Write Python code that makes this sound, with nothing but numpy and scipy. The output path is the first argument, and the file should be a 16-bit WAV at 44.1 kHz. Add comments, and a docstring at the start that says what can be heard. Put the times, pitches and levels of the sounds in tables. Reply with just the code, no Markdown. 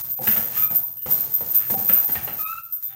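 """A basement gym: a chain clinks, then gloves hit a heavy bag, each blow a low thud, hollow knock and leather slap.
The bag rumbles, the steel chain rattles and rings; hanger, swivel and gloves creak and squeak, a shoe slides.
The swivel squeals by stick-slip between the early blows, and again after the last, as the chain clinks on.
Blows, bursts and rattle are shaped, coloured noise; links, squeals and creaks are sines. Concrete walls give
all but the rumble and floor noise a short tail; the noisy layers dip briefly now and then."""
import sys
import numpy as np
from scipy import signal
from scipy.io import wavfile
from scipy.ndimage import uniform_filter1d

SR = 44100
rng = np.random.default_rng(int(sys.argv[2]) if len(sys.argv) > 2 else 0)


def store_pcm(level_fs):
    """Save levels as 16-bit WAV."""
    pcm = np.round(np.clip(level_fs, -1, 1) * 32767).astype(np.int16)
    wavfile.write(sys.argv[1], SR, np.atleast_2d(pcm).T)


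N = 130095  # length in samples

# the clearest clinks of the chain: t/s, relative level/dB
CLINK_TIMES = [(0.1007, -21.5), (0.2703, -14), (0.3107, -12), (0.3646, -16), (0.4374, -24), (0.5741, -15),
               (0.622, -12.5), (0.7462, -16), (0.829, -21), (0.9692, -28), (1.0196, -25.5), (1.1059, -13.5),
               (1.1682, -25), (1.2052, -18.5), (1.3369, -15), (1.4596, -23), (1.51, -22.5), (1.5464, -12),
               (1.6756, -24.5), (1.7055, -18), (1.8078, -24), (1.8447, -20.5), (1.8761, -15), (1.9245, -13),
               (1.9714, -15.5), (2.0408, -16.5), (2.1196, -21), (2.2318, -26), (2.396, -24.5),
               (2.7237, -22.5), (2.8255, -25.5)]
# spectrum of leather slapping or scraping: f/Hz, relative level/dB
LEATHER_COLOUR = [(500, -21.5), (1000, -9), (1300, 0.5), (1800, 1), (2250, -4), (2800, -2.5), (3600, -10),
                  (6000, -22)]


def amp(db):
    """Decibels to gain."""
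    return 10 ** (np.asarray(db) / 20)


def unit(x):
    """Scales to rms 1."""
    return x / np.sqrt(np.mean(x ** 2) + 1e-20)


def read(points, hz):
    """Reads a table on a log-frequency axis."""
    f, value = np.transpose(points)
    return np.interp(np.log(hz + 1), np.log(f + 1), value)


def follow(points, s):
    """Reads a table at the times s, in straight lines from point to point."""
    return np.interp(s, *np.transpose(points))


def add(mix, s, sound):
    """Mixes a sound in at time s."""
    part = mix[max(round(s * SR), 0):][:len(sound)]
    part += sound[:len(part)]


def lows(x, hz):
    """The part of x below hz."""
    return signal.sosfiltfilt(signal.butter(2, hz, fs=SR, output="sos"), x)


def colour(x, points):
    """Causal (minimum-phase) filter of energy 1 with the given spectrum."""
    log_gain = np.log(amp(read(points, abs(np.fft.fftfreq(8192, 1 / SR)))))
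    taps = np.fft.ifft(np.exp(np.conj(signal.hilbert(log_gain)))).real[:4096]
    return signal.fftconvolve(x, taps / np.linalg.norm(taps))[:len(x)]


def waver(length, size):
    """Random unsteadiness of about rms 1, smoothed twice over size samples."""
    smooth = uniform_filter1d(uniform_filter1d(rng.standard_normal(N), size), size)
    return unit(smooth)[:length]


def slipping(hz, jitter):
    """Phase of a stick-slip tone that wavers around the pitch curve hz."""
    wavering_hz = hz * (1 + jitter * waver(len(hz), size=130))
    return 2 * np.pi * np.cumsum(wavering_hz) / SR


def burst(points, attack_s, decay_s, push=0):
    """One contact: a push, then a short, coloured spray of pressure; energy set by its envelope."""
    t = np.arange(SR // 4) / SR
    shape = (1 - np.exp(-t / attack_s)) * np.exp(-t / decay_s)
    shape /= shape.max()
    spray = shape * rng.choice([-1., 1.], len(t))
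    first_instant = push * (t == 0)
    sound = colour(spray - first_instant, points)
    return sound * np.linalg.norm(shape) / np.linalg.norm(sound)


def room(x):
    """The basement's tail: sparse reflections off the walls, the treble dying first."""
    # decay of the basement: f/Hz, t60/s
    decay_times = [(60, 0.95), (150, 0.2), (400, 0.64), (1200, 0.56), (6000, 0.34), (15000, 0.14)]
    delay_s, reflections_per_s = .004, 5000
    taps = rng.choice([-1., 1.], SR) * (rng.random(SR) < reflections_per_s / SR)
    hz, t, z = signal.stft(taps, SR, nperseg=256)
    t60 = read(decay_times, hz)[:, None]
    # the root evens out the energy of long and short decays
    decay = amp(-60 * t / t60) * np.sqrt(np.log(1e6) / t60)
    tail = signal.istft(z * decay, SR, nperseg=256)[1]
    out = np.zeros(N)
    add(out, delay_s, signal.fftconvolve(x, tail / np.linalg.norm(taps)))
    return out


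def dips():
    """Gain of the noisy sounds, whose level dips briefly."""
    # the dips: t/s, depth/dB
    dip_times = [(0.03, 13), (0.161, 18.5), (0.2, 14.5), (0.693, 13), (.845, 17), (0.994, 8), (1.761, 14.5),
                 (2.063, 15), (2.455, 60), (2.633, 17)]
    half_width_s = 0.01  # from the middle to 1/e of the depth in dB
    t = np.arange(N) / SR
    return amp(-sum(depth_db * np.exp(-((t - s) / half_width_s) ** 2) for s, depth_db in dip_times))


def floor_noise():
    """The quiet background of the basement: steady noise, strongest in the bass."""
    # spectrum of the background: f/Hz, relative level/dB
    floor_colour = [(25, -38), (120, 2), (220, -8), (15000, -61)]
    level_db = -73
    return amp(level_db) * colour(rng.standard_normal(N), floor_colour)


def rumble():
    """The swinging bag and the joists that carry it rumble; the filling rustles above when stirred hard."""
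    # level of the rumble: t/s, level/dB
    rumble_level = [(0, -47.5), (.17, -50.5), (.42, -43), (.7, -47), (.86, -52), (1.04, -56), (1.1, -43.5),
                    (1.35, -48), (2.05, -48.5), (2.35, -47.5), (2.5, -53), (2.63, -56), (2.74, -73),
                    (2.95, -52.5)]
    # spectrum of the rumble: f/Hz, relative level/dB
    rumble_colour = [(25, -36), (55, -20), (80, -2), (100, -5.5), (122, 3.5), (170, -2.5), (260, -9.5),
                     (500, -11), (800, -11), (1300, -26.5), (4000, -30)]
    rustle_from_hz, rustle_full_db = 207, -47  # below this level the rustle fades faster than the rumble
    noise = colour(rng.standard_normal(N), rumble_colour)
    level_db = follow(rumble_level, np.arange(N) / SR)
    low = lows(noise, rustle_from_hz)
    rustle = (noise - low) * amp(2 * np.minimum(level_db - rustle_full_db, 0))
    return amp(level_db) * (low + rustle)


def shoe():
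    """A sole scrapes the floor: swelling and fading noise with the colour of a slap."""
    # slides of the shoe: t/s of the middle, half length/s (to 1/e), level/dB
    slide_times = [(0.58, 0.063, -41.5), (1.632, 0.058, -46.5), (2.927, 0.035, -55.5)]
    room_db = -10
    t = np.arange(N) / SR
    slides = sum(amp(db) * np.exp(-((t - s) / half_length) ** 2) for s, half_length, db in slide_times)
    scrape = colour(rng.standard_normal(N), LEATHER_COLOUR) * slides
    return scrape + amp(room_db) * room(scrape)


def creaks():
    """Short creaks and squeaks of the hanger, swivel and gloves: stick-slip tones of unsteady pitch."""
    # the creaks and squeaks: t/s, length/s, mean f/Hz, level/dB
    creak_times = [(.188, 0.021, 795, -38), (0.189, 0.031, 522, -36.5), (0.671, 0.036, 2422, -48),
                   (0.827, 0.036, 962, -49), (0.958, 0.15, 2916, -61.5), (0.979, 0.14, 1770, -64),
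                   (1.738, 0.038, 789, -33), (1.739, 0.036, 9200, -42), (2.037, 0.046, 818, -44.5),
                   (2.153, 0.025, 1850, -35.5), (2.826, 0.17, 3570, -62.5), (2.888, 0.11, 783, -58)]
    pitch_jitter, room_db = .018, -7  # jitter: rms fraction of the pitch
    out = np.zeros(N)
    for s, length, hz, db in creak_times:
        arch = np.sin(np.pi * np.arange(0, length, 1 / SR) / length)
        tone = np.sin(slipping(np.full(len(arch), hz), pitch_jitter))
        add(out, s, amp(db) * arch * unit(tone))
    return out + amp(room_db) * room(out)


def swivel():
    """Steel sticks and slips on steel: a wavering tone whose partials each flutter."""
    # course of the two squeals: t/s, mean f/Hz, level/dB
    squeal_curves = [
        [(.565, 1224, -43), (.58, 1251, -36.5), (.617, 1264, -49.5), (.626, 1276, -31.5), (.662, 1234, -34.5),
         (.67, 1320, -77)],
        [(2.39, 1266, -44), (2.412, 1244, -32), (2.436, 1267, -43.5), (2.462, 1256, -26), (2.485, 1297, -32.5),
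         (2.53, 1324, -31.5), (2.55, 1298, -42.5), (2.585, 1336, -33.5), (2.61, 1250, -62)],
    ]
    # overtones of each squeal: multiple of the pitch, level/dB relative to the fundamental
    squeal_overtones = [
        [(1.91, -11.5), (2.83, -16)],
        [(1.99, -11), (2.96, -23.5)],
    ]
    pitch_jitter, flutter_db, room_db = .012, 2.5, -9  # jitter: rms fraction of the pitch
    out = np.zeros(N)
    for curve, overtones in zip(squeal_curves, squeal_overtones):
        s, hz, db = np.transpose(curve)
        t = np.arange(s[0], s[-1], 1 / SR)
        phase = slipping(np.interp(t, s, hz), pitch_jitter)
        tone = np.zeros(len(t))
        for multiple, partial_db in [(1, 0)] + overtones:
            flutter = flutter_db * waver(len(t), size=280)
            tone += amp(partial_db + flutter) * np.sin(multiple * phase)
        add(out, s[0], unit(tone) * amp(np.interp(t, s, db)))
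    return out + amp(room_db) * room(out)


def shaking(s):
    """How hard the chain shakes at time s; this drives both its rattle and its small clinks."""
    # strength of the shaking: t/s, relative level/dB
    shake_level = [(0, -35.5), (.09, -49), (.19, -47.5), (.245, -33.5), (.31, -32.5), (.39, -36),
                   (.5, -42.5), (.58, -34), (.67, -42), (.77, -42.5), (.87, -50), (.96, -56.5),
                   (1.055, -63), (1.065, -39), (1.12, -35), (1.31, -43), (1.35, -45.5), (1.4, -43.5),
                   (1.55, -39), (1.695, -45.5), (1.703, -34), (1.9, -41), (2.11, -37.5), (2.35, -46.5),
                   (2.4, -39), (2.5, -45), (2.7, -58), (2.8, -57.5), (2.84, -48), (2.95, -60.5)]
    return amp(follow(shake_level, s))


def chain_rattle():
    """Loose links scrape and tick against each other at random; each clear clink starts with a tick."""
    # spectrum of links in contact: f/Hz, relative level/dB
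    link_contact = [(300, -19), (900, 0.5), (1600, -2), (3000, -7), (4700, -2.5), (6600, 1.5), (7800, -1.5),
                    (10000, 2.5), (12300, 2.5), (13800, 9.5), (16000, 8.5)]
    touches_per_s, touch_spread_db = 2200, -1  # mean rate; spread: mean drop, before its cap
    rattle_db, tick_db, room_db = 5.5, -15, -8
    # links scrape when shaken hard; shaken gently, they only tick
    scrape_below_hz, scrape_full_db = 3500, -48.5
    sizes = amp(touch_spread_db * np.minimum(rng.exponential(1, N), 4))
    sizes = sizes * rng.choice([-1., 1.], N)
    touches = unit(sizes * (rng.random(N) < touches_per_s / SR))
    shake = shaking(np.arange(N) / SR)
    out = amp(rattle_db) * colour(touches * shake, link_contact)
    for s, db in CLINK_TIMES:
        add(out, s, amp(db + tick_db) * burst(link_contact, attack_s=0.0031, decay_s=0.0071))
    scraping = np.sqrt(np.minimum(shake / amp(scrape_full_db), 1))
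    out = out - (1 - scraping) * lows(out, scrape_below_hz)
    return out + amp(room_db) * room(out)


def link():
    """One steel link rings in decaying modes; no two links are quite alike."""
    # modes of a link: mean f/Hz, relative level/dB, t60/s
    link_modes = [(10810, -22, .16), (13560, -7, .13), (13627, 0, .18), (13745, -1, .18), (14610, -8, .13),
                  (14660, -4, .15), (14785, -8, .12), (15710, -15, .1)]
    spread, attack_s = 0.00156, 0.0013  # spread: rms fraction of each mode's pitch
    t = np.arange(SR // 4) / SR
    ring = np.zeros(len(t))
    for mode_hz, db, t60 in link_modes:
        hz = mode_hz * (1 + spread * rng.standard_normal())
        ring += amp(db - 60 * t / t60) * np.sin(2 * np.pi * (hz * t + rng.random()))
    return ring * np.minimum(t / attack_s, 1)


def chain_ring():
    """Links ring in clear clinks with a rebound each, and in small random ones while the chain shakes."""
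    ring_db, room_db = -3.5, -1
    rebound_s, rebound_db = 0.033, -10  # a link strikes again, softer, within this time
    small_count, small_db, small_law = 170, 2.5, 0.75  # law: small clinks grow more slowly than the shaking
    out = np.zeros(N)
    for s, db in CLINK_TIMES:
        add(out, s, amp(db + ring_db) * link())
        add(out, s + rebound_s * rng.uniform(0.27, 1), amp(db + ring_db + rebound_db) * link())
    # one small clink at a random moment of each equal slot
    slots = np.arange(small_count) + rng.random(small_count)
    for s in slots * N / SR / small_count:
        add(out, s, amp(small_db) * shaking(s) ** small_law * rng.random() * link())
    return out + amp(room_db) * room(out)


def bag():
    """Each punch thuds in the filling, knocks in the glove and slaps the cover: three bursts at once."""
    # blows on the bag: t/s, then relative level/dB of thud, knock and slap
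    punches = [(.189, -34.5, -35.5, -53), (.272, -33.5, -38, -27.5), (0.362, -42, -38, -34.5),
               (.703, -41.5, -41, -48), (1.059, -40.5, -37, -44), (1.407, -46, -40, -61),
               (1.700, -36.5, -35.5, -45.5), (1.74, -32.5, -35, -68), (1.892, -38, -39.5, -30),
               (1.973, -59, -43, -65), (2.091, -40.5, -40.5, -42), (2.152, -40, -39.5, -34.5),
               (2.275, -50, -38.5, -36.5)]
    # spectrum of the thud: f/Hz, relative level/dB
    thud_colour = [(25, -25), (50, -17.5), (78, -1.5), (125, -1.5), (225, 3), (260, -10), (340, -13.5),
                   (900, -68.5)]
    # spectrum of the knock: f/Hz, relative level/dB
    knock_colour = [(120, -13.5), (260, -13), (390, -5.5), (520, -1), (640, -7.5), (800, 0.5),
                    (1020, -12.5), (1500, -17.5), (4000, -30.5)]
    # colour, attack/s, decay/s, gain/dB, room/dB, push (first instant against the spray that follows)
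    parts = [(thud_colour, .003, .015, 3.34, -0.48, 0),
             (knock_colour, 0.00023, 0.0098, 5.23, 1.9, 3.6),
             (LEATHER_COLOUR, 0.0019, 0.0065, 2.7, 1.12, 0)]
    out = np.zeros(N)
    for k, (points, attack_s, decay_s, gain_db, room_db, push) in enumerate(parts):
        for s, *levels_db in punches:
            blow = amp(levels_db[k] + gain_db) * burst(points, attack_s, decay_s, push)
            add(out, s, blow)
            add(out, s, amp(room_db) * room(blow))
    return out


def scene():
    """Bag, shoe, chain, squeals and creaks over a quiet room; only the noisy layers dip."""
    noisy = floor_noise() + rumble() + shoe() + chain_rattle() + bag()
    tones = creaks() + swivel() + chain_ring()
    return (noisy * dips() + tones)[None]


def record(dry):
    """The recorder's band limit: a linear-phase low-pass."""
    edge_hz = 15900
    taps = signal.firwin(511, edge_hz, window=("kaiser", 9), fs=SR)
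    return signal.oaconvolve(dry, taps[None], "same")


dry = scene()
out = record(dry)
store_pcm(out)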